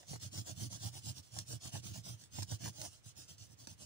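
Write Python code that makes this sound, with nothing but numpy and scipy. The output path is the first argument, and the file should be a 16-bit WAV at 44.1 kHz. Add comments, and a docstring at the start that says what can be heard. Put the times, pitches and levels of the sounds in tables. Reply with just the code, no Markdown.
"""In a quiet room, a coloured pencil shades on paper, about eight strokes a second, then more lightly.
The lead scrapes over the paper's tiny bumps: a grainy hiss, a rasp from the sheet and a low drumming
of the board below. Now and then the tip catches and ticks, the lead digs in and shakes the sheet,
or the hand leans in and thumps the board. The sound reaches the left microphone first."""
import sys
import numpy as np
from scipy import signal
from scipy.fft import rfft, irfft, next_fast_len
from scipy.io import wavfile
from scipy.ndimage import map_coordinates

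SR = 44100
rng = np.random.default_rng(int(sys.argv[2]) if len(sys.argv) > 2 else 0)


def master_out(mix):
    """Clip the mix to full scale and print it as 16-bit PCM to the path in sys.argv[1]."""
    frames = np.transpose(np.atleast_2d(mix))
    ceiling = np.clip(frames, -1, 1)
    pcm = np.round(ceiling * 32767).astype(np.int16)
    wavfile.write(sys.argv[1], SR, pcm)


N = 169785

# pencil strokes: start t/s, fastest t/s, end t/s, then relative level/dB of hiss, sheet and board
PENCIL_STROKES = [ (-.06, -0.028, 0.1, -61.5, -67.5, -91), (0.051, 0.124, 0.19, -49, -60, -48),
                  (0.191, 0.235, 0.3, -49, -59, -48), (0.304, 0.373, 0.44, -47, -57, -42.5),
                  (0.438, 0.488, 0.55, -48.5, -54.5, -48.5), (0.539, 0.624, 0.69, -47, -57.5, -39),
                  (0.691, 0.733, .8, -49, -57.5, -46), (0.778, 0.859, 0.91, -46, -55.5, -45),
                  (0.904, 0.962, 1.02, -52, -60.5, -52), (1.006, 1.079, 1.137, -47.5, -59, -42),
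                  (1.123, 1.187, 1.209, -53.5, -67.5, -55), (1.213, 1.242, 1.334, -64, -94, -68),
                  (1.297, 1.381, 1.445, -49, -60, -48), (1.444, 1.525, 1.585, -48.5, -59.5, -45),
                  (1.593, 1.657, 1.718, -48.5, -56, -53), (1.714, 1.745, 1.817, -47.5, -52.5, -46),
                  (1.816, 1.86, 1.956, -50, -57, -45), (1.93, 1.947, 2.028, -50, -56.5, -47.5),
                  (2.025, 2.071, 2.18, -50, -58, -47.5), (2.165, 2.21, 2.295, -59.5, -78, -64),
                  (2.301, 2.381, 2.472, -49, -60, -45.5), (2.463, 2.523, 2.575, -46.5, -57, -44),
                  (2.577, 2.665, 2.715, -46, -51, -43.5), (2.695, 2.844, 2.9, -49, -56.5, -52.5),
                  (2.873, 2.928, 3.02, -61, -72.5, -70), (3.025, 3.077, 3.13, -56, -72.5, -61),
                  (3.154, 3.177, 3.286, -54, -71, -56.5), (3.273, 3.294, 3.367, -55, -69, -57),
                  (3.367, 3.417, 3.49, -57, -74, -57.5), (3.45, 3.526, 3.55, -65.5, -74.5, -59.5),
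                  (3.568, 3.612, 3.7, -59, -67, -62), (3.668, 3.701, 3.756, -56.5, -66, -55.5),
                  (3.771, 3.822, 3.87, -53.5, -66, -55.5)]


def amp(db):
    """Turn decibels into a gain."""
    return 10 ** (np.asarray(db) / 20)


def unit(x):
    """Scale a signal to an average strength (rms) of 1."""
    return x / np.sqrt(np.mean(x ** 2) + 1e-20)


def gains(points, hz):
    """Read gains off a curve of f/Hz, level/dB points, joined along a log frequency axis."""
    f, db = np.transpose(points)
    return amp(np.interp(np.log(hz + 1), np.log(f + 1), db))


def filtered(x, response):
    """Multiply each frequency in x by response(hz)."""
    size = next_fast_len(N + 8192)
    return irfft(rfft(x, size) * response(np.fft.rfftfreq(size, 1 / SR)), size)[..., :N]


def ring(force, spectrum):
    """A force shakes an object; the spectrum sets its tone, not its overall level."""
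    size = 8192
    cepstrum = irfft(np.log(gains(spectrum, np.fft.rfftfreq(size, 1 / SR))))
    cepstrum[1:size // 2] *= 2  # fold it so that the ringing comes after the push
    cepstrum[size // 2 + 1:] = 0
    body = irfft(np.exp(rfft(cepstrum)))
    return signal.fftconvolve(force, body / np.linalg.norm(body))[:N]


def taps(hits, spectrum):
    """Each hit gives an object one sharp push."""
    force = np.zeros(N)
    for start, db in hits:
        force[round(start * SR)] = amp(db)
    return ring(force, spectrum)


def wobble(per_s):
    """A smooth curve through per_s random values a second."""
    return map_coordinates(rng.standard_normal(8192), [np.arange(N) * per_s / SR], mode="wrap")


def room_air():
    """The still air of the room is a soft, low noise."""
    air_tone = [(25, -24.5), (60, 5.5), (110, 12), (200, -5), (400, -7.5), (1000, -15), (3000, -14.5),
                (9000, -23), (12000, -31), (15500, -32)]  # the air's spectrum: f/Hz, level/dB
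    return unit(filtered(rng.standard_normal((2, N)), lambda hz: gains(air_tone, hz)))


def room(x):
    """Sound arrives left first; desk and walls add short echoes that change as the hand moves."""
    echo_tone = [(100, -20), (300, -7), (700, -3), (1500, 4), (5000, 2.5), (15000, 5)]  # echoes compared with the direct sound: f/Hz, level/dB
    right_lag_s, fade_60db_s = .00116, .04
    t, echo = np.arange(SR // 8) / SR, np.zeros((2, N))
    centres, step = np.linspace(0, N, 64, retstep=True)
    for centre in centres:  # each overlapping slice gets its own random echoes
        a, b = int(max(centre - step, 0)), int(min(centre + step, N))
        fade = np.cos(np.pi / 2 * (np.arange(a, b) - centre) / step)
        tail = rng.standard_normal((2, len(t))) * amp(-60 * t / fade_60db_s)
        tail /= np.linalg.norm(tail[0])
        part = signal.fftconvolve(x[None, a:b] * fade, tail, axes=1)[:, :N - a]
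        echo[:, a:a + part.shape[1]] += part
    direct = filtered(x, lambda hz: np.exp(-2j * np.pi * hz * np.array([[0], [right_lag_s]])))
    return direct + filtered(echo, lambda hz: gains(echo_tone, hz))


def hand_thumps():
    """The hand leans in and thumps the board."""
    thumps = [(.113, -16), (.858, -19), (1.505, -15), (1.738, -12.5), (2.385, -9.5), (2.516, -17),
              (3.062, -19.5)]  # pushes on the board: t/s, level/dB
    thump_tone = [(30, -32), (70, -22), (100, 2.5), (122, -2.5), (150, -6), (200, -18.5), (300, -20.5),
                  (500, -53)]  # the thumped board's spectrum: f/Hz, level/dB
    return taps(thumps, thump_tone)


def lead_digs():
    """The lead digs in and shakes the sheet with a short burst of force."""
    digs = [(.03, -55), (0.132, -44.5), (0.157, -46), (0.619, -48), (.866, -48), (1.365, -47.5),
            (1.509, -52), (1.53, -49.5), (1.655, -46), (1.753, -44), (2.385, -40.5), (2.422, -40.5),
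            (2.521, -43.5), (2.658, -42), (2.675, -43), (2.848, -52), (3.672, -47)]  # bursts of force: t/s, level/dB
    dig_tone = [(80, -8.5), (160, 5), (300, 11), (440, 1), (620, 0), (850, 2.5), (1250, -13.5), (1600, -7),
                (2300, -14), (3500, -18), (7000, -20), (12000, -33)]  # the shaken sheet's spectrum: f/Hz, level/dB
    decay_s = .0041
    t, force = np.arange(SR // 30) / SR, np.zeros(N + SR)
    for start, db in digs:
        burst = amp(db) * np.exp(-t / decay_s) * rng.standard_normal(len(t))
        force[round(start * SR):][:len(t)] += burst
    return ring(force[:N], dig_tone)


def tip_ticks():
    """The tip catches on the paper and ticks."""
    catches = [(.139, -29), (1.095, -29), (1.3877, -18), (2.238, -36), (2.4225, -27), (2.4295, -24),
               (2.432, -26), (2.515, -26), (2.8153, -21), (2.851, -29), (3.382, -39), (3.6715, -27)]  # catches of the tip: t/s, level/dB
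    tick_tone = [(100, -16), (650, -7), (1100, -13), (1800, -9), (2500, -12), (4300, 0), (6500, .5),
                 (9000, -4), (12000, -16), (15000, -15)]  # a tick's spectrum: f/Hz, level/dB
    return taps(catches, tick_tone)


def strokes(levels_db, power, lag_s=0):
    """Each stroke speeds up, then slows to turn; loudness follows speed raised to a power."""
    turn_s = .0097  # the lead still rubs as it turns
    t, energy = np.arange(N) / SR - lag_s, np.zeros(N)
    for (start, fastest, end, *_), db in zip(PENCIL_STROKES, levels_db):
        span = [start - turn_s, fastest, end + turn_s]
        on = (t > span[0]) & (t < span[2])
        speed = np.sin(np.pi * np.interp(t[on], span, [0, .5, 1]))
        energy[on] += (amp(db) * np.abs(speed) ** power) ** 2
    return np.sqrt(energy)


def slips(per_s, spread_db):
    """The lead makes tiny slips over paper fibres, random in time and size."""
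    hits = (rng.random(N) < per_s / SR) * rng.choice([-1, 1], N)
    sizes = amp(spread_db * np.clip(rng.standard_normal(N), -2, 2))
    return unit(hits * sizes)


def board_drumming(strength):
    """The slips drum on the board under the paper."""
    board_tone = [(25, -28.5), (48, -35.5), (65, -24), (88, -6), (115, -0.5), (140, -12), (180, -13.5),
                  (230, -21), (320, -21.5), (500, -54)]  # the board's spectrum: f/Hz, level/dB
    return ring(slips(per_s=900, spread_db=3) * strength, board_tone)


def sheet_rasp(strength):
    """The slips make the sheet rasp."""
    sheet_tone = [(100, -18), (200, 0.5), (300, 7), (420, 0), (620, 3.5), (800, -4.5), (1000, -10),
                  (1300, -20), (1650, -17), (2300, -14), (4000, -41.5)]  # the sheet's spectrum: f/Hz, level/dB
    return ring(slips(per_s=1100, spread_db=4) * strength, sheet_tone)


def pencil_ring(strength):
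    """The pencil itself rings: a narrow band of noise around a high, drifting pitch."""
    pitch_hz, width_hz, drift_hz = 6050, 520, 280
    phase = 2 * np.pi * np.cumsum(pitch_hz + drift_hz * wobble(12)) / SR
    return unit(wobble(2 * width_hz) * np.cos(phase) + wobble(2 * width_hz) * np.sin(phase)) * strength


def grit_fizz(strength):
    """The finest grit fizzes at full speed."""
    fizz_tone = [(2000, -24), (5000, -16), (9500, 4.5), (11300, -12), (13300, -16), (14800, 4.5),
                 (15600, -6.5)]  # the grit's spectrum: f/Hz, level/dB
    return ring(slips(per_s=7000, spread_db=3) * strength, fizz_tone)


def lead_hiss(strength):
    """Thousands of slips a second blur into a hiss."""
    hiss_tone = [(300, -34.5), (1300, -13), (2300, -21.5), (2950, -2.5), (3700, -6.5), (5200, -0.5),
                 (6200, -5), (7000, -3), (8500, -9), (9500, -4), (10400, -11.5), (11300, -23),
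                 (13000, -24.5), (13800, -32), (14700, -8.5), (15600, -9.5)]  # the scraping lead's spectrum: f/Hz, level/dB
    return ring(slips(per_s=9000, spread_db=2.5) * strength, hiss_tone)


def pencil():
    """One back-and-forth motion drives the lead, the sheet and the board."""
    hiss_db, sheet_db, board_db = np.transpose(PENCIL_STROKES)[3:]
    grip = amp(1.3 * wobble(400) + .6 * wobble(60))  # the lead grips the paper unevenly
    scrape = grip * strokes(hiss_db, power=2.1)
    hiss = amp(-3.5) * lead_hiss(scrape)
    fizz = amp(-14) * grit_fizz(grip * strokes(hiss_db, power=5))
    ringing = amp(-11.5) * pencil_ring(scrape)
    rasp = sheet_rasp(grip * strokes(sheet_db, power=3))
    drumming = amp(1.5) * board_drumming(strokes(board_db, power=1.87, lag_s=.0055))
    return hiss + fizz + ringing + rasp + drumming


def scene():
    """Shading, ticks, thumps and digs sound over the still air of the room."""
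    return amp(-65) * room_air() + room(pencil() + tip_ticks() + hand_thumps() + lead_digs())


def record(dry):
    """The left microphone is weaker and duller; both sides lose the very highest treble."""
    left_tone = [(100, -4.5), (300, -8), (700, -1), (1500, -2), (3000, -5.5), (4500, -3), (5300, -3),
                 (6500, -1), (9000, -0.5), (10500, -9), (13000, 0.5), (15000, -20)]  # left microphone compared with the right: f/Hz, level/dB
    top_hz = 15700
    return filtered(dry, lambda hz: np.array([gains(left_tone, hz), np.ones_like(hz)]) * (hz < top_hz))


dry = scene()
out = record(dry)
master_out(out)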